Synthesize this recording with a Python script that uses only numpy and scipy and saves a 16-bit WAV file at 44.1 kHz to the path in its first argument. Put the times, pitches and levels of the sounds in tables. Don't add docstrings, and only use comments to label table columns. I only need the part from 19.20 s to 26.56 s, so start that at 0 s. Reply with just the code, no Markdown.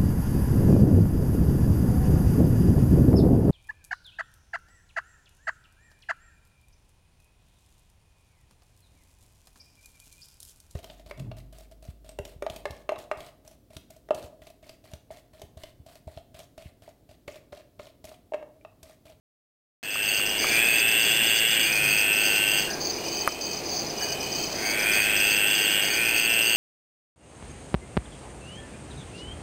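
import sys
import numpy as np
from scipy import signal
from scipy.fft import rfft, irfft
from scipy.io import wavfile
from scipy.ndimage import uniform_filter1d

SR = 44100
rng = np.random.default_rng(int(sys.argv[2]) if len(sys.argv) > 2 else 0)


def int16_out(signal):
    q = np.round(np.clip(np.atleast_2d(signal).T, -1, 1) * 32767)
    wavfile.write(sys.argv[1], SR, q.astype(np.int16))


N = 324576
TIME = np.arange(N) / SR


def undb(db):
    return 10 ** (np.asarray(db) / 20)


def unit_rms(x):
    return x / np.sqrt(np.mean(x[x != 0] ** 2))


def wander(rate_hz):
    hold = int(SR / rate_hz)
    steps = np.repeat(rng.standard_normal(N // hold + 1), hold)
    return 0.88 * uniform_filter1d(uniform_filter1d(steps, hold), hold)[:N]


def noise(spectrum):
    hz, db = np.transpose(spectrum)
    bins_hz = np.maximum(np.fft.rfftfreq(N, 1 / SR), 1)
    gain = undb(np.interp(np.log(bins_hz), np.log(hz), db))
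    return unit_rms(irfft(rfft(rng.standard_normal(N)) * gain, N))


def grains(times_s, hz, gain, envelope, glide_hz_per_s=0, samples=900, phase_rad=0):
    times_s, hz, gain, phase_rad = (np.reshape(v, (-1, 1)) for v in (times_s, hz, gain, phase_rad))
    index = np.ceil(times_s * SR).astype(int) + np.arange(samples)
    age_s = index / SR - times_s
    cycles = (hz + glide_hz_per_s * age_s / 2) * age_s
    tones = gain * envelope(age_s) * np.sin(2 * np.pi * cycles + phase_rad)
    return np.bincount(np.maximum(index, 0).ravel(), tones.ravel(), N)[:N]


def ring(rise_s, decay_s):
    def envelope(age_s):
        swell = (1 - np.exp(-age_s / rise_s)) ** 2 * np.exp(-age_s / decay_s)
        return swell / swell.max()
    return envelope


def leaf_echo(x, echo_db, t60_s):
    delay_s = TIME[:SR // 3]
    scatter = rng.standard_normal(len(delay_s)) * (rng.random(len(delay_s)) < .05)
    scatter *= np.exp(-np.log(1000) * delay_s / t60_s) * (delay_s > .003)
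    echo = signal.oaconvolve(x, scatter / np.linalg.norm(scatter))[:N]
    return x + echo * undb(echo_db + 1.6 * wander(14))


# freq_hz, relative_db
AIR_SPECTRUM = [(20, -9), (60, -15), (150, -3), (260, -1), (370, 2), (500, -0.5), (750, -0.5), (1050, -8.5),
                (1500, -14), (2100, -12), (2450, -5.5), (2900, -12), (3800, -15), (5400, -15.5)]
# time_s, level_db
AIR_SWELL = [(.63, -36), (1.4, -30.5), (2.2, -33), (3.5, -32), (4.8, -32), (5.8, -30.5), (6.3, -32.5),
             (7.36, -33)]

def night_air():
    return noise(AIR_SPECTRUM) * undb(np.interp(TIME, *np.transpose(AIR_SWELL)))


# time_s, rms_db
DRONE_SWELL = [(.63, -53), (1.6, -56), (1.9, -48.5), (3.5, -49), (4.2, -66), (4.9, -47), (5.4, -56.5),
               (7.36, -53)]
# pitch_hz, level_re_air_db
HUM_TONES = [(57, -24), (85.5, -24), (301, -27), (343, -15), (415, -17)]

def distant_machine(drone_hz=141.2):
    def tone(hz, db):
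        amplitude = np.sqrt(2) * undb(db + 3.9 * wander(7.3))
        return amplitude * np.sin(2 * np.pi * hz * TIME + 1.34 * wander(10))
    air_db = np.interp(TIME, *np.transpose(AIR_SWELL))
    drone = tone(drone_hz, np.interp(TIME, *np.transpose(DRONE_SWELL)))
    return drone + sum(tone(hz, air_db + db) for hz, db in HUM_TONES)


def far_insects():
    band = noise([(3500, -41), (4000, -18), (4350, -7.5), (4700, -8),
                  (5100, -6), (5250, -15), (5450, -21)])
    return band * undb(-36 + 2 * wander(15) + 3.9 * wander(150))


def rasping_insect(first_s=.925, period_s=.3035, length_s=.11, strokes=11, level_db=-30.5):
    beats_s = np.arange(first_s, TIME[-1], period_s)
    jitter, loudness, detune = rng.standard_normal((len(beats_s), strokes, 3)).transpose(2, 0, 1)
    times_s = beats_s[:, None] + length_s * np.linspace(-.5, .5, strokes) + 0.0026 * jitter
    top_hz = 4930 + 130 * np.tanh(detune)
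    gain = undb(level_db + 3.5 * loudness)
    rasps = grains(times_s, top_hz, gain, ring(0.013, 0.0039), glide_hz_per_s=-33000)
    return leaf_echo(rasps, echo_db=-1.5, t60_s=0.085)


def stroke_times(first_s, last_s, period_s=.118, gap_s=.031, slowing=.06):
    progress = np.linspace(0, 1, round((last_s - first_s) / period_s) + 1)
    chirps_s = first_s + (last_s - first_s) * progress * (1 - slowing * (1 - progress))
    return np.concatenate([chirps_s, chirps_s + gap_s])


# first_s, last_s, level_db
CHIRP_RUNS = [(0.713, 1.446, -27.5), (1.573, 2.783, -27.5), (2.936, 3.141, -28.5), (3.283, 4.465, -28),
              (4.562, 5.721, -27.5), (5.973, 6.074, -25), (6.166, 7.228, -28.5)]

def chirping_insect(top_hz=5240, peak_s=0.0094, width_s=0.01):
    def stroke(age_s):
        return np.exp(-.5 * ((age_s - peak_s) / width_s) ** 2) * np.minimum(2 * age_s / peak_s, 1)
    chirps = 0
    for first_s, last_s, level_db in CHIRP_RUNS:
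        times_s = stroke_times(first_s, last_s) - peak_s
        detune, scatter_db, jitter = rng.standard_normal((len(times_s), 3)).T
        chirps += grains(times_s + .0015 * jitter, top_hz + 35 * detune, undb(level_db + scatter_db),
                         stroke, glide_hz_per_s=-31000, samples=1300)
    return leaf_echo(chirps * undb(0.83 * wander(300)), echo_db=-3, t60_s=0.16)


# start_s, relative_db
DROPS = [(.757, -12.5), (.998, -18), (1.244, -10.5), (4.0762, -1)]
# freq_hz, decay_s, relative_db
SURFACE_MODES = [(683, 0.0049, -18.5), (1048, 0.0015, -7), (1224, 0.0037, -8.5), (1420, 0.001, -1),
                 (1940, 0.0018, -13)]

def drops(splash_lag_s=0.00164):
    start_s, drop_db = np.transpose(DROPS)
    def knock(times_s):
        return sum(grains(times_s, hz, undb(drop_db + mode_db), ring(0.00012, decay_s), samples=1500)
                   for hz, decay_s, mode_db in SURFACE_MODES)
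    knocks = undb(-4.5) * knock(start_s) + undb(-14) * knock(start_s + splash_lag_s)
    return leaf_echo(knocks, echo_db=-9.5, t60_s=0.032)


# start_s, length_s, pitch_hz, level_db
CROAKS = [(0.634, 0.05, 1700, -40), (0.787, 0.04, 1680, -39), (3.478, 0.041, 1638, -39.5),
          (4.808, 0.038, 1640, -40.5)]

def croaking_frog(pulse_period_s=.0085):
    voice = 0
    for start_s, length_s, pitch_hz, level_db in CROAKS:
        times_s = np.arange(start_s, start_s + length_s, pulse_period_s)
        times_s += rng.normal(0, 0.000647, len(times_s))
        voice += undb(level_db) * unit_rms(grains(times_s, pitch_hz, 1, ring(0.00082, 0.002)))
    return leaf_echo(voice, echo_db=1, t60_s=0.56)


def trill_pulses(start_s, end_s, rate_hz, first_hz, final_hz, climb_s, jitter_s, scatter_db):
    sag_hz_per_s = 4
    age_s = TIME[TIME < end_s - start_s]
    cycles = np.cumsum(rate_hz - sag_hz_per_s * age_s) / SR
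    onsets_s = np.interp(np.arange(int(cycles[-1]) + 1), cycles, age_s)
    detune, jitter, loudness = rng.standard_normal((len(onsets_s), 3)).T
    pitch_hz = final_hz - (final_hz - first_hz) * np.exp(-onsets_s / climb_s)
    times_s = start_s + onsets_s + jitter_s * jitter
    return times_s, pitch_hz * (1 + .012 * detune), undb(scatter_db * loudness)


def trill_envelope(start_s, end_s, attack_s, release_s):
    return np.clip(np.minimum((TIME - start_s) / attack_s, (end_s - TIME) / release_s), 0, 1)


# start_s, end_s, rate_hz, level_db
FAR_TRILLS = [(3.738, 4.44, 92, -39.5), (4.722, 5.373, 92.6, -38.5)]

def far_frog(start_s, end_s, rate_hz, level_db):
    times_s, pitch_hz, gain = trill_pulses(start_s, end_s, rate_hz, first_hz=2380, final_hz=2536,
                                           climb_s=0.21, jitter_s=.00008, scatter_db=1.5)
    pulse = ring(0.0022, 0.0055)
    lower = grains(times_s, pitch_hz, gain, pulse)
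    upper = grains(times_s, pitch_hz * 1.213, gain * undb(-1), pulse)
    envelope = undb(level_db) * trill_envelope(start_s, end_s, attack_s=0.1, release_s=0.13)
    return leaf_echo(unit_rms(lower + upper) * envelope, echo_db=-3.5, t60_s=0.11)


# nominal_hz, lag_s, ring_s, mode_db
THROAT_MODES = [(1575, 0.002072, 0.0043, -5), (1861, 0.00151, 0.0018, -3), (2277, 0.00092, 0.0013, -4),
                (2549, 0.00125, 0.0031, -6), (2970, 0.00011, 0.00043, -3.5), (3262, 0.000361, 0.0041, -3.5)]
# start_s, end_s, attack_s, release_s, rate_hz, first_hz, final_hz, climb_s,
# sac_best_hz, sac_decay_s, sac_db, throat_db, tuning_ratio, roughness
NEAR_TRILLS = [(.55, 1.517, 0.2, 0.57, 104.5, 2586, 2953, 0.67, 2770, 0.0045, -14.5, -17, 0.99, 0.8),
               (1.129, 2.56, 0.27, .15, 115.6, 2150, 2860, 0.398, 2646, .0049, -12, -13.5, 1.026, 0.82),
               (2.15, 3.516, 0.51, 0.14, 107, 2084, 2857, 0.56, 2614, 0.0049, -12.5, -16.5, .98, 0.48),
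               (5.3, 6.85, 0.42, 0.25, 106.9, 1980, 2920, 0.585, 2650, 0.0051, -13.5, -14.5, .99, 0.73),
               (6.581, 7.5, 0.21, .11, 116.2, 2060, 2797, 0.308, 2750, 0.0027, -11, -18, .98, 0.48)]

def near_frog(start_s, end_s, attack_s, release_s, rate_hz, first_hz, final_hz, climb_s,
              sac_best_hz, sac_decay_s, sac_db, throat_db, tuning_ratio, roughness):
    slack_db_per_khz, tight_db_per_khz, drive_db_per_khz = 13, 24.5, 7
    times_s, pitch_hz, gain = trill_pulses(start_s, end_s, rate_hz, first_hz, final_hz, climb_s,
                                           jitter_s=.0001 * roughness, scatter_db=0.3)
    offset_khz = (pitch_hz - sac_best_hz) / 1e3
    loss_db = np.maximum(-slack_db_per_khz * offset_khz, tight_db_per_khz * offset_khz)
    voice = grains(times_s, pitch_hz * 1.028, gain * undb(sac_db - loss_db),
                   ring(0.00032, sac_decay_s), glide_hz_per_s=-20000)
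    for nominal_hz, lag_s, ring_s, mode_db in THROAT_MODES:
        apart_khz = np.abs(nominal_hz - pitch_hz) / 1e3
        drive = gain * undb(throat_db + mode_db - drive_db_per_khz * apart_khz)
        detune, slip = roughness * rng.standard_normal((len(times_s), 2)).T
        mode_hz = nominal_hz * tuning_ratio * (1 + 0.027 * detune)
        voice += grains(times_s + lag_s, mode_hz, drive, ring(0.00049, ring_s), phase_rad=0.98 * slip)
    voice *= trill_envelope(start_s, end_s, attack_s, release_s)
    return leaf_echo(voice, echo_db=-9.5, t60_s=0.26)


def scene():
    frogs = sum(near_frog(*trill) for trill in NEAR_TRILLS)
    frogs += sum(far_frog(*trill) for trill in FAR_TRILLS) + croaking_frog()
    insects = chirping_insect() + rasping_insect() + far_insects()
    return (frogs + insects + drops() + distant_machine() + night_air())[None]


def gain_control(x, threshold_db=-17, cut_share=0.61, attack_s=0.0019, recovery_db_per_s=8, limit=0.89):
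    def smooth(v):
        pole = np.exp(-1 / (attack_s * SR))
        return signal.lfilter([1 - pole], [1, -pole], v)
    excess_db = np.maximum(10 * np.log10(smooth(x ** 2) + 1e-12) - threshold_db, 0)
    recovery_db = recovery_db_per_s * TIME
    cut_db = np.maximum.accumulate(cut_share * excess_db + recovery_db) - recovery_db
    return limit * np.tanh(x * undb(-smooth(cut_db)) / limit)


# time_s, gain_db
FADE_IN = [(.63, -8), (.72, -9), (.9, -4.5), (1.3, -2.5)]

def record(dry):
    start_s, band_hz, hold_samples, makeup_db, top_hz = .629, 5400, 4, 1.28, 15500
    gate = TIME > start_s
    faded = gain_control(dry[0]) * undb(np.interp(TIME, *np.transpose(FADE_IN))) * gate
    band = irfft(rfft(faded) * (np.fft.rfftfreq(N, 1 / SR) < band_hz), N) * gate
    coarse = np.repeat(band[::hold_samples], hold_samples)[:N] * undb(makeup_db)
    lowpass = signal.ellip(10, .1, 80, top_hz, fs=SR, output="sos")
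    return signal.sosfilt(lowpass, coarse)[None]


dry = scene()
out = record(dry)
int16_out(out)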